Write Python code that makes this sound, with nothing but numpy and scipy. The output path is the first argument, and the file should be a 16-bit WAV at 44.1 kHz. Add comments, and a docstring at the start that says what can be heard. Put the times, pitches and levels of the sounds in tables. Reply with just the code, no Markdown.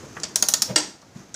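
"""In a small quiet room, the crank of a wind-up gramophone is turned close by.
A steel pawl snaps over the ratchet teeth; each impact chatters and excites briefly ringing modes.
The wooden case creaks under the load of the spring, and the mechanism catches with one heavy clack.
The gears rumble softly while the hand turns, the handle ticks in its play, and the case bumps once more."""
import sys
import numpy as np
from scipy import signal
from scipy.fft import rfft, irfft
from scipy.io import wavfile
from scipy.ndimage import uniform_filter1d, minimum_filter1d

SR = 44100
rng = np.random.default_rng(int(sys.argv[2]) if len(sys.argv) > 2 else 0)


def wrap_up_sound(samples):
    """Save the sound to the file named by the first command line argument, as 16-bit audio."""
    columns = np.atleast_2d(samples).T
    # keep every value between -1 and 1, then stretch to whole-number steps
    tamed = np.clip(columns, -1, 1)
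    steps = np.round(tamed * 32767).astype(np.int16)
    wavfile.write(sys.argv[1], SR, steps)


N = 59535
FREQS_HZ = np.maximum(np.fft.rfftfreq(N, 1 / SR), 1)


def undb(db):
    """Amplitude ratio of a level in decibels."""
    return 10 ** (np.asarray(db) / 20)


def since(start):
    """Elapsed time in seconds, zero before the start."""
    return np.maximum(np.arange(N) / SR - start, 0)


def fade(t, t60):
    """Exponential damping: the level falls 60 dB in t60 seconds."""
    return np.exp(-np.log(1000) * t / max(t60, 1e-4))


def noise(spectrum, top_db=0, edge_hz=8700, edge_width_hz=1200):
    """Spectral shaping: unit-variance noise with a given spectrum and a treble shelf."""
    hz, db = np.array(spectrum).T
    shelf_db = top_db * np.clip((FREQS_HZ - edge_hz) / edge_width_hz + .5, 0, 1)
    gain = undb(np.interp(np.log(FREQS_HZ), np.log(hz), db) + shelf_db)
    shaped = irfft(rfft(rng.standard_normal(N)) * gain, N)
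    return shaped / shaped.std()


def contact(start, hold, t60, rise=0.00049):
    """Envelope of an impact: linear rise, hold, exponential decay (times in seconds)."""
    t = since(start)
    return np.minimum(t / rise, 1) * fade(np.maximum(t - hold, 0), t60)


def ring(start, modes, rise, scatter_db=0, detune=0.0043):
    """Modal superposition: damped sinusoids, randomly detuned, build up during the contact."""
    t, out = since(start), 0
    for hz, db, t60 in modes:
        level_draw, pitch_draw, phase = rng.standard_normal(3)
        tone = np.sin(2 * np.pi * (hz * (1 + detune * pitch_draw) * t + phase))
        out = out + undb(db + scatter_db * level_draw) * tone * fade(np.maximum(t - rise, 0), t60)
    return out * np.minimum(t / rise, 1)


# spectrum of the room's background noise (frequency [Hz], level [dB])
AMBIENT_SPECTRUM = [(25, -21.5), (60, -6), (125, 2.5), (350, -6.5), (700, -5.5), (1100, -13.5), (1600, -14),
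                    (3000, -19.5), (6400, -16.5), (9000, -31), (15000, -37)]

def ambient_noise():
    """Stationary noise: a faint floor, strongest in the bass."""
    return undb(-53) * noise(AMBIENT_SPECTRUM)


# reverberation bands (centre frequency [Hz], level [dB], t60 [s])
REVERB_BANDS = [(150, -13, 0.39), (398, -9, 0.24), (920, -6, 0.3), (1940, -11, 0.35), (4500, -11, 0.37),
                (6440, -13, 0.36), (9400, -15.5, 0.23), (14100, -11.5, 0.31)]

def room(direct, delay_s=0.0057):
    """Reverberation: early reflections from case and floor, then a diffuse tail decaying band by band."""
    t, late = since(0), since(delay_s)
    white, tail = rfft(rng.standard_normal(N)), 0
    log_centres = np.log([hz for hz, _, _ in REVERB_BANDS])
    for (_, db, t60), selector in zip(REVERB_BANDS, np.eye(len(REVERB_BANDS))):
        band = irfft(white * np.interp(np.log(FREQS_HZ), log_centres, selector), N)
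        decay = fade(late, t60) * (late > 0)
        tail = tail + undb(db) * band * decay / np.linalg.norm(decay)
    spikes = rng.standard_normal(N) ** 3  # cubing leaves a few strong reflections
    early = spikes * fade(t, t60=0.025) * (t > delay_s / 2)
    impulse_response = tail + undb(-12.5) * early / np.linalg.norm(early)
    return direct + signal.fftconvolve(direct, impulse_response)[:N]


# spectrum of gears and shaft (frequency [Hz], level [dB])
GEAR_SPECTRUM = [(30, -29.5), (70, -3), (130, 2.5), (330, 1.5), (600, -12), (1200, -9.5), (2500, -18),
                 (4200, -22), (6400, -12), (8500, -26.5), (15000, -39)]
# their loudness as the crank moves (time [s], level [dB])
GEAR_ENVELOPE = [(0, -44.5), (.07, -43), (0.122, -45), (.2, -41.5), (.34, -44.5), (.65, -46.5), (.9, -46.5),
                 (1.0, -59), (1.131, -56.5), (1.17, -43.5), (1.26, -51.5), (1.35, -52.5)]

def gears():
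    """Amplitude-modulated noise: the winding gears rumble and the shaft hisses, unevenly."""
    times, db = np.array(GEAR_ENVELOPE).T
    uneven = uniform_filter1d(rng.standard_normal(N), size=600)
    flutter_db = 1.5 * uneven / uneven.std()
    return noise(GEAR_SPECTRUM) * undb(np.interp(since(0), times, db) + flutter_db)


# light taps of the handle (time [s], level [dB], centre frequency [Hz])
HANDLE_TAPS = [(0.1674, -29, 1630), (0.2513, -34.5, 5000), (.284, -45, 7000), (0.528, -35, 930),
               (1.017, -52, 6000), (1.025, -47, 1140)]

def handle_taps(skirt_db=-22):
    """Backlash: play in the handle makes faint ticks, each a damped band of noise."""
    out = 0
    for start, db, hz in HANDLE_TAPS:
        band = [(hz / 4, skirt_db / 2), (hz, 0), (hz * 2, skirt_db), (hz * 4, 2 * skirt_db)]
        out = out + undb(db) * noise(band) * contact(start, hold=0.0014, t60=0.063)
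    return out


# dull knocks of the case (time [s], level [dB], rise [s], t60 [s], panel mode gain [dB])
CASE_KNOCKS = [(.033, -44.5, 0.0045, 0.07, 7.5), (.064, -42.5, 0.0055, 0.034, 4),
               (.692, -32, 0.024, 0.17, 2.5), (1.157, -39, 0.0026, 0.21, -24)]
# low modes of the wooden body (frequency [Hz], level [dB], multiple of the knock's t60 [1])
BODY_RESONANCES = [(130.5, 0.5, 1), (147, 0.5, 0.84), (194.5, -2, 0.91), (243.5, -5, 0.94)]
# higher modes of its panels (frequency [Hz], level [dB], multiple of the knock's t60 [1])
PANEL_RESONANCES = [(352, -14, 3), (430, -8, 0.28), (510.6, -0.5, 0.37), (602, -9.5, 2.3)]

def case_knocks():
    """Modal excitation: the case rocks under the hand, and soft pushes ring its body and panels."""
    out = 0
    for start, level_db, rise, t60, panel_db in CASE_KNOCKS:
        body = [(hz, db, t60 * factor) for hz, db, factor in BODY_RESONANCES]
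        panels = [(hz, db + panel_db, t60 * factor) for hz, db, factor in PANEL_RESONANCES]
        out = out + undb(level_db) * ring(start, body + panels, rise, scatter_db=-1.5, detune=0.0068)
    return out


# spectrum of the creaking wood (frequency [Hz], level [dB])
CREAK_SPECTRUM = [(50, -31), (125, 6.5), (210, -5), (320, -23), (430, -20), (510, 0), (620, 1.5),
                  (760, -9.5), (1300, -17), (3000, -21), (6000, -25), (12000, -43)]

def case_creak(peak_s=0.704, width_s=0.017):
    """Friction: wood rubs briefly as the spring loads the case before the catch."""
    swell = np.exp(-.5 * ((since(0) - peak_s) / width_s) ** 2)
    return undb(-31.5) * noise(CREAK_SPECTRUM) * swell


# the heavy catch and its rebound (time [s], level [dB], hold [s])
CATCH_IMPACTS = [(0.7587, -6.5, 0.0043), (0.7735, -23, 0.014)]
# spectrum of that contact (frequency [Hz], level [dB])
CATCH_SPECTRUM = [(150, -34), (300, 7), (480, -3), (850, 1), (1150, -12.5), (2000, -1.5), (3000, -3.5),
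                  (5500, 2), (8400, 0), (9300, -9.5), (11500, -17.5), (15000, -32)]
# modes of crank and case (frequency [Hz], level [dB], t60 [s])
CRANK_MODES = [(304, -10, 0.17), (595, -16, .04), (774, -10.5, 0.024), (937, -12.5, 0.035),
               (1360, -7, 0.048), (1851, -0.5, 0.019), (2155, -6.5, 0.054), (2280, -25, 0.033),
               (2805, -5.5, 0.037), (3350, -16, 0.026), (4744, 5.5, .022), (5618, 10, 0.01),
               (6580, -6, 0.024), (8208, -1.5, 0.014), (8395, -1.5, .025)]

def catch(ring_start_s=.761):
    """Impact and rebound: the mechanism catches hard, ringing crank and case and shaking loose parts."""
    clack = sum(undb(db) * noise(CATCH_SPECTRUM) * contact(start, hold, t60=0.011, rise=0.0032)
                for start, db, hold in CATCH_IMPACTS)
    buzz = undb(-23.5) * noise(CATCH_SPECTRUM, top_db=-6) * contact(ring_start_s, hold=0.0068, t60=0.33)
    ringing = undb(-12) * ring(ring_start_s, CRANK_MODES, rise=0.0015)
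    return clack + buzz + ringing


# spectrum of the case shaken by a snap (frequency [Hz], level [dB])
WOOD_SPECTRUM = [(100, -17), (200, -3), (500, -6.5), (630, -6.5), (820, -3), (1130, -6.5), (1450, -5.5),
                 (2400, -9), (3500, -4), (6000, -20), (12000, -38)]
# modes of the side wall that carries the crank (frequency [Hz], level [dB], t60 [s])
SIDE_WALL_MODES = [(642, 0, 0.077), (766, -3, 0.059), (1420, 4.5, .04), (1790, 1, .035)]

def case_response(start, rise_s=0.0043):
    """Structure-borne sound: the wooden body and side wall radiate a snap of the pawl."""
    body = undb(-28.5) * noise(WOOD_SPECTRUM) * contact(start, hold=rise_s, t60=0.07, rise=rise_s)
    wall = undb(-35) * ring(start, SIDE_WALL_MODES, rise_s, detune=0.018)
    return body + wall


# snaps of the pawl (time [s], level [dB], hold [s], treble shelf [dB],
# tooth ring frequency [Hz], tooth ring gain [dB], case gain [dB])
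PAWL_SNAPS = [(0.1999, -26, 0.0017, -10, 6180, -4, 1), (0.2332, -14, 0.01, -25.5, 4646, 2, 9.5),
              (0.3575, -1, 0.0036, 3, 6670, -13, -2), (.4243, -1, 0.0031, 4, 6500, 5.5, 3.5),
              (0.4854, 1, .003, 9, 6050, -1.5, -3), (0.5378, -0.5, 0.0044, -2.5, 6730, 2, 1),
              (0.6197, -1, 0.0062, 1.5, 5326, -3, -3.5), (1.3425, -21.5, 0.0089, -15, 8000, 3, 10)]
# first hard tick of steel on steel (frequency [Hz], level [dB])
TICK_SPECTRUM = [(1000, -20), (4000, -9), (6500, -1.5), (9700, 0.5), (11000, -17.5), (15000, -8)]
# gritty chatter of the pawl's contact (frequency [Hz], level [dB])
CHATTER_SPECTRUM = [(200, -50), (480, -26.5), (700, -12.5), (1100, -17.5), (1600, -13.5), (2400, -17),
                    (3400, -11.5), (4600, -2.5), (6400, 0), (8200, -8), (11000, -14.5), (15000, -17.5)]
# modes of the steel pawl (frequency [Hz], level [dB], t60 [s])
STEEL_MODES = [(3986, -4.5, 0.028), (4870, -8.5, 0.0083), (5535, -1.5, 0.021), (5790, 6.5, 0.015),
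               (6235, -5, 0.015), (6924, 5, 0.0088), (7840, -9, 0.016), (8470, -12, 0.014),
               (9650, -3.5, 0.019)]
# loose parts of the winding gear buzzing after a snap (frequency [Hz], level [dB])
BUZZ_SPECTRUM = [(1000, -21), (3000, -13.5), (4600, -2.5), (5600, 3), (6400, 1.5), (7800, -3.5),
                 (9700, -12), (11000, -15.5), (15000, -23)]

def pawl(skirt_db=-24):
    """Impact excitation: the pawl falls onto each tooth; steel rings, and wood and loose parts respond."""
    out = 0
    for start, db, hold, top_db, hz, tooth_db, case_db in PAWL_SNAPS:
        tick = undb(-12) * noise(TICK_SPECTRUM, top_db) * contact(start, hold=0.0013, t60=0.0045)
        chatter = undb(-13.5) * noise(CHATTER_SPECTRUM, top_db) * contact(start, hold, t60=0.013)
        steel = undb(-16.5) * ring(start, STEEL_MODES, rise=.0008, scatter_db=1.5, detune=.014)
        # one ring depends on where the pawl lands and shimmers on as narrow-band noise
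        tooth = undb(-7.5) * ring(start, [(hz, tooth_db, .016)], rise=0.0013)
        band = [(hz / 2, 2 * skirt_db), (hz * 0.86, skirt_db), (hz, 0),
                (hz * 1.37, skirt_db), (hz * 2, 2 * skirt_db)]
        shimmer = undb(-31.5) * noise(band) * contact(start, hold, t60=0.23)
        wood = undb(case_db) * case_response(start)
        buzz = undb(-27.5) * noise(BUZZ_SPECTRUM, top_db) * contact(start, hold, t60=0.21)
        out = out + undb(db) * (tick + chatter + steel + tooth + shimmer + buzz + wood)
    return out


def scene():
    """Superposition: the contact sounds reverberate in the room, over gear rumble and ambient noise."""
    contacts = pawl() + catch() + case_knocks() + case_creak() + handle_taps()
    return (room(contacts) + gears() + ambient_noise())[None]


def record(dry, cutoff_hz=15500, ceiling=.85, window_s=.001):
    """Peak limiting: a fast gain dip holds down the loudest peaks, between two low-pass filters."""
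    lowpass = signal.ellip(10, .2, 80, cutoff_hz, fs=SR, output="sos")
    band = signal.sosfilt(lowpass, dry)
    size = int(window_s * SR)
    needed_gain = ceiling / np.maximum(np.abs(band), ceiling)
    smooth_gain = uniform_filter1d(minimum_filter1d(needed_gain, size=size), size=size)
    return signal.sosfilt(lowpass, band * smooth_gain)


dry = scene()
out = record(dry)
wrap_up_sound(out)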